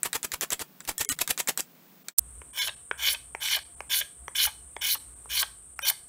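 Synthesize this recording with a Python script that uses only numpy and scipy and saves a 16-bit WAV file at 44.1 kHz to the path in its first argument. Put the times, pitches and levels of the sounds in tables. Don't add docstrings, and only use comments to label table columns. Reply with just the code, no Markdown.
import sys
import numpy as np
from scipy import signal
from scipy.fft import rfft, irfft
from scipy.io import wavfile
from scipy.ndimage import uniform_filter1d

SR = 44100
rng = np.random.default_rng(int(sys.argv[2]) if len(sys.argv) > 2 else 0)


def to_linear_factor(level_db):
    exponent = np.asarray(level_db, float) / 20
    return 10 ** exponent


def generate_wav(sig):
    pcm = np.round(np.clip(np.atleast_2d(sig).T, -1, 1) * 32767).astype(np.int16)
    wavfile.write(sys.argv[1], SR, pcm)


N = 268128


def evened(x):
    return x / np.sqrt(np.mean(x ** 2) + 1e-20)


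def noise():
    return rng.standard_normal(N)


def band(x, lo_hz, hi_hz):
    return signal.sosfilt(signal.butter(2, [lo_hz, min(hi_hz, 20000)], "bandpass", fs=SR, output="sos"), x)


def coloured(x, points):
    hz, db = np.transpose(points)
    f_hz = np.fft.rfftfreq(N, 1 / SR)
    gain_db = np.interp(np.log(f_hz + 1), np.log(hz + 1), db)
    return evened(irfft(rfft(x) * to_linear_factor(gain_db), N))


def wander(per_s):
    at = np.arange(0, N + SR, SR / per_s)
    return np.interp(np.arange(N), at, rng.standard_normal(int(400 * N / SR) + 500)[:len(at)])


def ring(x, modes, wander_db=0, per_s=25):
    out = np.zeros(len(x))
    for k, (hz, width_hz, db) in enumerate(modes):
        r = np.exp(-np.pi * width_hz / SR)
        mode = signal.lfilter([1 - r, 0, r - 1], [1, -2 * r * np.cos(2 * np.pi * hz / SR), r * r], x)
        drift_db = wander_db * wander(per_s) if wander_db else 0
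        out += (-1) ** k * to_linear_factor(db + drift_db) * mode
    return out


def first_room():
    # (frequency [Hz], level [dB])
    room = [(25, -42), (117, -23), (150, -1), (260, -7.5), (430, -13), (1300, -18), (2700, -21),
            (11600, -28), (13500, -22), (15000, -11.5), (16000, -13.5)]
    out = to_linear_factor(-53.5 + 0.52 * wander(1.1)) * coloured(noise(), room)
    hums = [(260, 12, 0), (362, 12, -8), (190, 15, 0)]  # (frequency [Hz], width [Hz], level [dB])
    return out + to_linear_factor(-69) * evened(ring(noise(), hums, 3., 3))


def gains(tables):
    t, out = np.arange(N) / SR, np.zeros((len(tables[0][0]) - 1, N))
    for rows in tables:
        s, *columns = np.transpose(rows)
        on = slice(round(s[0] * SR), round(s[-1] * SR))
        db = np.array([np.interp(t[on], s, c) for c in columns])
        db[1:] += db[0]
        out[:, on] = to_linear_factor(db) * signal.windows.tukey(db.shape[1], .12)
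    return out


def fibres(per_s, spread_db, clump_db):
    size_db = spread_db * np.minimum(rng.exponential(1, N), 4)
    snaps = (rng.random(N) < per_s / SR) * to_linear_factor(size_db) * rng.choice([-1, 1], N)
    return evened((evened(snaps) + 1.06 * noise()) * to_linear_factor(clump_db * wander(180)))


def blows(rows, modes, fall_s):
    out, t = np.zeros(N), np.arange(2000) / SR
    for (s, db), chance in zip(rows, rng.standard_normal((len(rows), 2000))):
        burst = np.r_[1.3, chance[1:]] * np.exp(-t / fall_s)
        spot = [(hz * (1 + 0.049 * a), width_hz, level_db + 2.76 * b)
                for (hz, width_hz, level_db), a, b in zip(modes, chance[-20:], chance[-40:])]
        sound = ring(burst, spot)
        out[round(s * SR):][:2000] += to_linear_factor(db) * sound / abs(sound).max()
    return out


def quick_shape(grip, hardest, lift, grip_db, hard_db, wood_db, shake_db):
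    wood_under, shake_under = dict(landing=-20, grip=-12, hardest=-9, lift=-4), dict(landing=-22, grip=-23, hardest=-22.5, lift=-17)
    settle_s, lift_db = 0.0044, -16
    lag_db = 0.69 * (-24.5 - hard_db)
    wood = np.array(list(wood_under.values())) + [0, 0, min(lag_db, 4), 0] + wood_db
    shake = np.array(list(shake_under.values())) + shake_db
    s = [grip - settle_s, grip, hardest, lift]
    return np.c_[s, [grip_db, grip_db, hard_db, hard_db + lift_db], wood, shake]


def quick_strokes():
    # (grip [s], hardest [s], lift [s], grip pressure [dB], hardest pressure [dB])
    strokes = [(0.039, 0.06, 0.077, -39.5, -25.5), (0.138, 0.156, 0.17, -35.5, -23),
               (0.235, 0.248, 0.26, -37.5, -23.5), (0.327, 0.344, 0.35, -37, -28.5),
               (0.357, 0.36, 0.37, -43.5, -42.5), (0.418, 0.433, 0.45, -34, -25),
               (0.513, 0.53, 0.55, -39.5, -23), (0.6, 0.62, 0.63, -39, -29), (0.811, 0.833, 0.88, -59, -53),
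               (0.879, 0.893, 0.92, -34, -25), (0.992, 1.015, 1.03, -31, -24),
               (1.097, 1.126, 1.13, -27, -27), (1.197, 1.217, 1.23, -44, -21),
               (1.286, 1.308, 1.318, -39, -20.5), (1.385, 1.403, 1.413, -31.5, -25),
               (1.483, 1.495, 1.512, -29, -23), (1.58, 1.605, 1.603, -36, -22.5)]
    # (extra wood [dB], extra bench shake [dB])
    spots = [(2, 0), (1.5, -1), (0, -2), (-1, 4), (1, 6), (2, -5), (1, -1.5), (1, 4), (-1, 2), (0.5, 6.5),
             (-3, 2.5), (-9, 6.5), (-2, 1), (-1, 4), (-3.5, -6), (0, -2), (-1.5, -5)]
    # (time [s], peak [dB], low part re peak [dB])
    edge_ticks = [(0.0316, -6.5, -14.5), (0.13, -13, -4), (0.2299, -15, -12), (0.247, -38, -4),
                  (0.3184, -15.5, -6), (0.4103, -13.5, -7.5), (0.5043, -14.5, -10), (0.532, -12.5, -7),
                  (0.5936, -23.5, -1.5), (0.8046, -27.5, -4), (0.851, -32, -3.5), (0.9807, -13.5, -14.5),
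                  (1.03, -22, -12), (1.048, -19.5, -9.5), (1.0899, -8.5, -16), (1.1254, -18.5, -5),
                  (1.1891, -16.5, -5), (1.2762, -14.5, -7), (1.3769, -16, -5.5), (1.4077, -17, -13),
                  (1.4741, -14, -7.5), (1.501, -26, -19), (1.575, -12, -8), (1.6052, -12, -15),
                  (2.0842, -21.5, -2.5)]
    # (frequency [Hz], width [Hz], level [dB])
    tick_modes = [(1710, 900, -10), (2430, 890, -13), (3580, 670, -12), (6160, 2140, -4.5), (8070, 760, 3),
                  (11650, 2000, -7.5), (14700, 1300, -12)]
    # (frequency [Hz], level [dB])
    hiss_spectrum = [(710, -18.5), (1200, -20.5), (1890, -3), (2760, 0.5), (4650, -3), (5590, -3),
                     (6650, -2), (7660, 2), (8260, -2), (12700, -3), (16000, -7)]
    hiss, wood, shake = gains([quick_shape(*a, *b) for a, b in zip(strokes, spots)])
    cut = fibres(4000, 1.4, 3.07)
    out = hiss * coloured(cut, hiss_spectrum) + wood * evened(band(cut, 200, 1900))
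    out += band(uniform_filter1d(shake, 900) * evened(band(noise(), 14, 126)), 7.8, 200)
    out += blows([(s, db) for s, db, low_db in edge_ticks], tick_modes[3:], 0.00076)
    low = blows([(s, db + low_db) for s, db, low_db in edge_ticks], tick_modes[:3], 0.0037)
    return out + to_linear_factor(-3.0) * low


def workshop(x, t60_s, db, hi_hz):
    t, turn, wet = np.arange(SR // 2) / SR, np.arange(N) / SR * 9., np.zeros(N)
    scatter = rng.standard_normal(len(t))
    for share, echoes in (np.cos(turn), scatter), (np.sin(turn), scatter[::-1]):
        tail = band(echoes, 440, hi_hz) * to_linear_factor(-60 * t / t60_s) * (t > .003)
        wet += signal.oaconvolve(x * share, tail / np.linalg.norm(tail))[:N]
    return x + to_linear_factor(db) * wet


def window(middle_s, length_s, edge_s):
    return np.clip((length_s / 2 - abs(np.arange(N) / SR - middle_s)) / edge_s + .5, 0, 1)


def thinned(x):
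    dips_s = [.83, 2.038, 2.522, 2.757, 3.642, 3.757, 3.89, 4.99, 5.15, 5.752]
    hz = np.fft.rfftfreq(N, 1 / SR)
    faint = irfft(rfft(x) * ((hz > 900) & (abs(hz - 8700) > 1700)), N)
    return x - .8 * faint * sum(window(s, .012, .008) for s in dips_s)


def strongest(x, s, count):
    size = abs(rfft(x[round(s * SR) - 512:][:1024] * np.hanning(1024))) / 256 + 1e-9
    height = size / uniform_filter1d(size, size=40) ** .5
    at = signal.find_peaks(height[:365], distance=8)[0]
    at = at[np.argsort(-height[at])][:round(count)]
    return list(zip(at * SR / 1024, 20 * np.log10(size[at])))


def dropouts(x):
    # (middle [s], length [s], lines kept, line gain [dB])
    own_lines = [
        (0.99, 0.011, 11, 4),
        (1.078, 0.012, 1, -5),
        (1.159, 0.0087, 8, 2),
        (2.606, 0.021, 13, 6),
        (5.84, 0.017, 9, 3.5),
    ]
    # (frequency [Hz], level [dB])
    buzz, warble = [(419.9, -50), (2164, -53), (3198, -65), (6794, -68), (7763, -66), (10239, -58),
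                    (10691, -62)], [(269.2, -39), (1217, -39), (1475, -39), (1895, -37.5), (2972, -34.5),
                                  (4037, -37.5), (6406, -37), (6858, -38), (7709, -31), (8172, -31),
                                  (10368, -34), (12091, -48), (14567, -37)]
    t = np.arange(N) / SR
    tone_moments = [(s, length_s, [(hz, db + gain_db) for hz, db in strongest(x, s, count)])
              for s, length_s, count, gain_db in own_lines]
    tone_moments += [(1.067, .02, buzz), (1.109, .017, warble)]
    for s, length_s, lines in tone_moments:
        tones = sum(to_linear_factor(db + 0.5) * np.sin(2 * np.pi * (hz * t + rng.random())) for hz, db in lines)
        x = x * (1 - 1.07 * window(s, length_s, 0.0026)) + tones * window(s, length_s + 0.0045, 0.01)
    return x


def second_room():
    # (frequency [Hz], level [dB])
    room, whine = [(60, -14), (125, 1), (172, -6), (420, -8.5), (700, -18.5), (1140, -11), (2000, -19.5),
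                   (3500, -22.5), (5000, -30.5), (7000, -20), (12500, -20.5), (16000, -28)], [(6000, -43), (7000, -28.5), (7830, -7), (8660, 1), (9500, -6.5),
                                   (10400, -24.5), (11500, -43)]
    # (time [s], level [dB])
    hum_load = [(2.19, -49.5), (2.41, -52), (2.61, -74), (2.63, -59.5), (3.17, -55.5), (3.24, -59),
                (4.06, -57.5), (4.15, -71), (4.24, -48), (4.31, -68), (4.48, -49), (4.5, -61),
                (4.88, -53.5), (4.98, -63), (5.07, -55), (6.07, -64.5)]
    out = to_linear_factor(-61 + wander(3.39)) * coloured(noise(), room)
    out += to_linear_factor(-50 + 0.67 * wander(6.8) + 0.49 * wander(120)) * coloured(noise(), whine)
    out += to_linear_factor(-73) * evened(ring(noise(), [(700, 12, 0), (500, 12, -5)]))
    hum = evened(ring(noise(), [(64.0, 10.0, 3), (47.8, 11.6, -5.5), (117.4, 5.7, -19)]))
    return out + to_linear_factor(np.interp(np.arange(N) / SR, *np.transpose(hum_load))) * band(hum, 38, 180)


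def spits():
    # (time [s], peak [dB], whistle before [dB], whistle after [dB])
    clicks = [
        (2.1787, -29, -20, -20),
        (2.1818, -9, -20, -18),
        (2.1846, 8, -20, -12),
        (2.187, 6, -9, -16),
        (2.1907, 5, -19, -10),
        (2.1931, 6, -15, -19),
        (2.196, -19, -20, -20),
    ]
    t, out = np.arange(-150, 150) / SR, np.zeros(N)
    tones = np.cos(2 * np.pi * 13000 * t + .6) + .55 * np.cos(2 * np.pi * 8500 * t)
    click = np.exp(-(t / .00008) ** 2) * tones
    for s, db, before_db, after_db in clicks:
        whistle_gain = np.where(t < 0, to_linear_factor(before_db), to_linear_factor(after_db))
        whistle = whistle_gain * np.exp(-abs(t) / .0006) * np.sin(2 * np.pi * 8600 * t)
        out[round(s * SR) - 150:][:300] += to_linear_factor(db) * (click + whistle)
    return band(out, 4320, 20200)


def long_shape(touch, bite, hardest, bite_db, hard_db, slip, hiss_db, jolt_db, thud_db):
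    h = dict(touch=-9, bite=-10.5, build=-2, jolt=-29.5)
    w = dict(touch=-6.5, bite=-18.5, hardest=-24, slip=-10)
    n = dict(bite=-13.5, hardest=3.5, slip=-14.5, jolt=-20)
    creep_db_s, touch_db = 200, -14
    slip_loss_db, die_db, jolt_s, die_s = -14.5, -39.5, 0.012, 0.038
    hold_share, hold_db, ease_s, ease_db = .5, 1., .007, -7
    s = [touch, bite, hardest, slip, slip + jolt_s, slip + jolt_s + die_s]
    slip_db, thin_db = hard_db + slip_loss_db, (hiss_db - hard_db) / 2 + n["hardest"]
    start_db = bite_db + touch_db - creep_db_s * (bite - touch)
    press = [start_db, bite_db, hard_db, slip_db, jolt_db, jolt_db + die_db]
    hiss = [h["touch"], h["bite"], hiss_db + h["build"] - hard_db,
            hiss_db - slip_db, hiss_db + h["jolt"] - jolt_db, h["jolt"]]
    low = [w["touch"], w["bite"], w["hardest"],
           thud_db + w["slip"] - slip_db, thud_db - jolt_db, thud_db - jolt_db]
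    thin = [n["bite"], n["bite"], thin_db, thin_db + n["slip"] - slip_loss_db, n["jolt"], n["jolt"]]
    hold_s = bite + hold_share * (hardest - bite)
    at = np.insert(s, [2, 3], [hold_s, hardest + min(ease_s, (slip - hardest) / 2)])
    held = np.insert(np.array(press, float), [2, 3], [bite_db + hold_db, hard_db + ease_db])
    shaving = np.interp(at, s, np.add(press, hiss)) - held
    return np.c_[at, held, shaving, np.interp(at, s, low), np.interp(at, s, thin)]


def long_passes():
    # (touch [s], bite [s], hardest [s], bite pressure [dB], hardest pressure [dB])
    passes = [(2.527, 2.587, 2.634, -31, -29), (2.969, 3.02, 3.09, -31, -25.5),
              (3.397, 3.427, 3.548, -32.5, -23.5), (3.89, 3.915, 3.945, -27.5, -25.5),
              (4.345, 4.357, 4.44, -31.5, -28.5), (4.806, 4.818, 4.931, -32.5, -35),
              (5.287, 5.305, 5.4, -36, -29), (5.811, 5.846, 5.889, -32, -30)]
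    # (time [s], last hiss [dB], handle jolt [dB], low thud [dB])
    exits = [(2.679, -42, -39, -40.5), (3.135, -35.5, -40, -40), (3.566, -35.5, -38, -39),
             (4.003, -32, -29, -43), (4.465, -29, -33.5, -37), (4.945, -31.5, -46, -43),
             (5.421, -28.5, -38, -33.5), (5.902, -26.5, -47, -38)]
    # (time [s], peak [dB], bright part re peak [dB], dull part re peak [dB])
    knocks = [
        (2.417, -36, -29, -2.5),
        (2.9122, -14, -29, -8),
        (3.3488, -22, -19, -3),
        (3.8051, -24.5, -14.5, -4),
        (4.2808, -26, -9.5, 0),
        (4.7653, -27.5, -20, -0.5),
        (5.2574, -60.5, 4, 22),
        (5.791, -20.5, -8.5, -11),
    ]
    # (time [s], peak [dB])
    catches = [(2.6734, -14), (2.681, -11), (2.692, -16), (3.0992, -14), (3.1467, -16), (3.4845, -12),
               (3.5474, -9), (3.5894, -19.5), (3.9434, -15.5), (4.0146, -13), (4.4533, -10), (4.9484, -17),
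               (5.409, -16.5), (5.428, -6), (5.8998, -10)]
    # (frequency [Hz], width [Hz], level [dB])
    handle, blade, knock = [(1596, 117, -1), (2186, 197, -2), (2472, 140, -4.5), (3000, 98, 3),
                            (3242, 150, 0), (3485, 134, 1), (4090, 500, -6.5), (4640, 86, -8.5)], [(5376, 270, 4), (5808, 200, 4), (6515, 280, 2.5),
                                            (7280, 180, -3), (8100, 1900, -12), (9270, 210, -3.5),
                                            (9990, 410, -1.5), (11720, 450, -2), (12320, 380, -1),
                                            (13620, 240, -3), (14650, 550, -1.5), (15200, 540, -4)], [(419, 98, -2.5), (596, 112, -3.5),
                                                           (867, 190, 1.5), (1180, 306, -3.5),
                                                           (1580, 280, 1.5), (2230, 245, 5.5),
                                                           (3080, 300, -5.5), (4000, 630, -24),
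                                                           (5930, 810, -22.5)]
    body, hiss, low, thin = gains([long_shape(*a, *b) for a, b in zip(passes, exits)])
    cut, shave = fibres(1500, 3.5, 2.2), fibres(3000, 2.2, 1.8)
    out = body * evened(band(ring(cut, handle[1:6], 1.4), 2000, 3900))
    out += to_linear_factor(-0.5) * np.sqrt(low * body) * evened(ring(cut, handle[:1], 1.2))
    out += thin * evened(band(ring(cut, handle[6:], 1.9), 3730, 5200))
    out += to_linear_factor(-1.) * np.sqrt(hiss * body) * evened(band(ring(shave, blade[:4], 2.5, 30), 4900, 7800))
    out += to_linear_factor(5.5) * hiss * evened(band(ring(shave, blade[4:], 3.0, 30), 5400, 17000))
    out += low * evened(band(ring(cut, knock[1:4], 4.4), 220, 2000))
    out += blows([(s, db) for s, db, bright_db, dull_db in knocks], knock[4:], 0.00095)
    out += blows([(s, db + dull_db) for s, db, bright_db, dull_db in knocks], knock[:4], 0.00026)
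    out += to_linear_factor(1.5) * blows([(s, db + bright_db) for s, db, bright_db, dull_db in knocks], blade, 0.00034)
    return out + to_linear_factor(-9.0) * blows(catches, handle, 0.002)


def scene():
    t = np.arange(N) / SR
    fade_s, gap_s, change_s = 2.09, 2.136, 2.179
    first = first_room() + workshop(quick_strokes(), 0.1, -14, 15000)
    first = first * np.clip((gap_s - t) / (gap_s - fade_s), .003, 1)
    second = second_room() + workshop(long_passes(), 0.31, -17.5, 11000)
    return np.tile(np.where(t < change_s, first, second), (2, 1))


def top_cut(x):
    return signal.sosfilt(signal.butter(12, 16860, fs=SR, output="sos"), x)


def record(dry):
    low_pass = signal.firwin(401, 15800, window=("kaiser", 8), fs=SR)
    x = signal.oaconvolve(dry[0], low_pass, "same")
    x = dropouts(thinned(x))
    mix = np.clip([x, x + spits()], -1, 1)
    return top_cut(mix)


dry = scene()
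out = record(dry)
generate_wav(out)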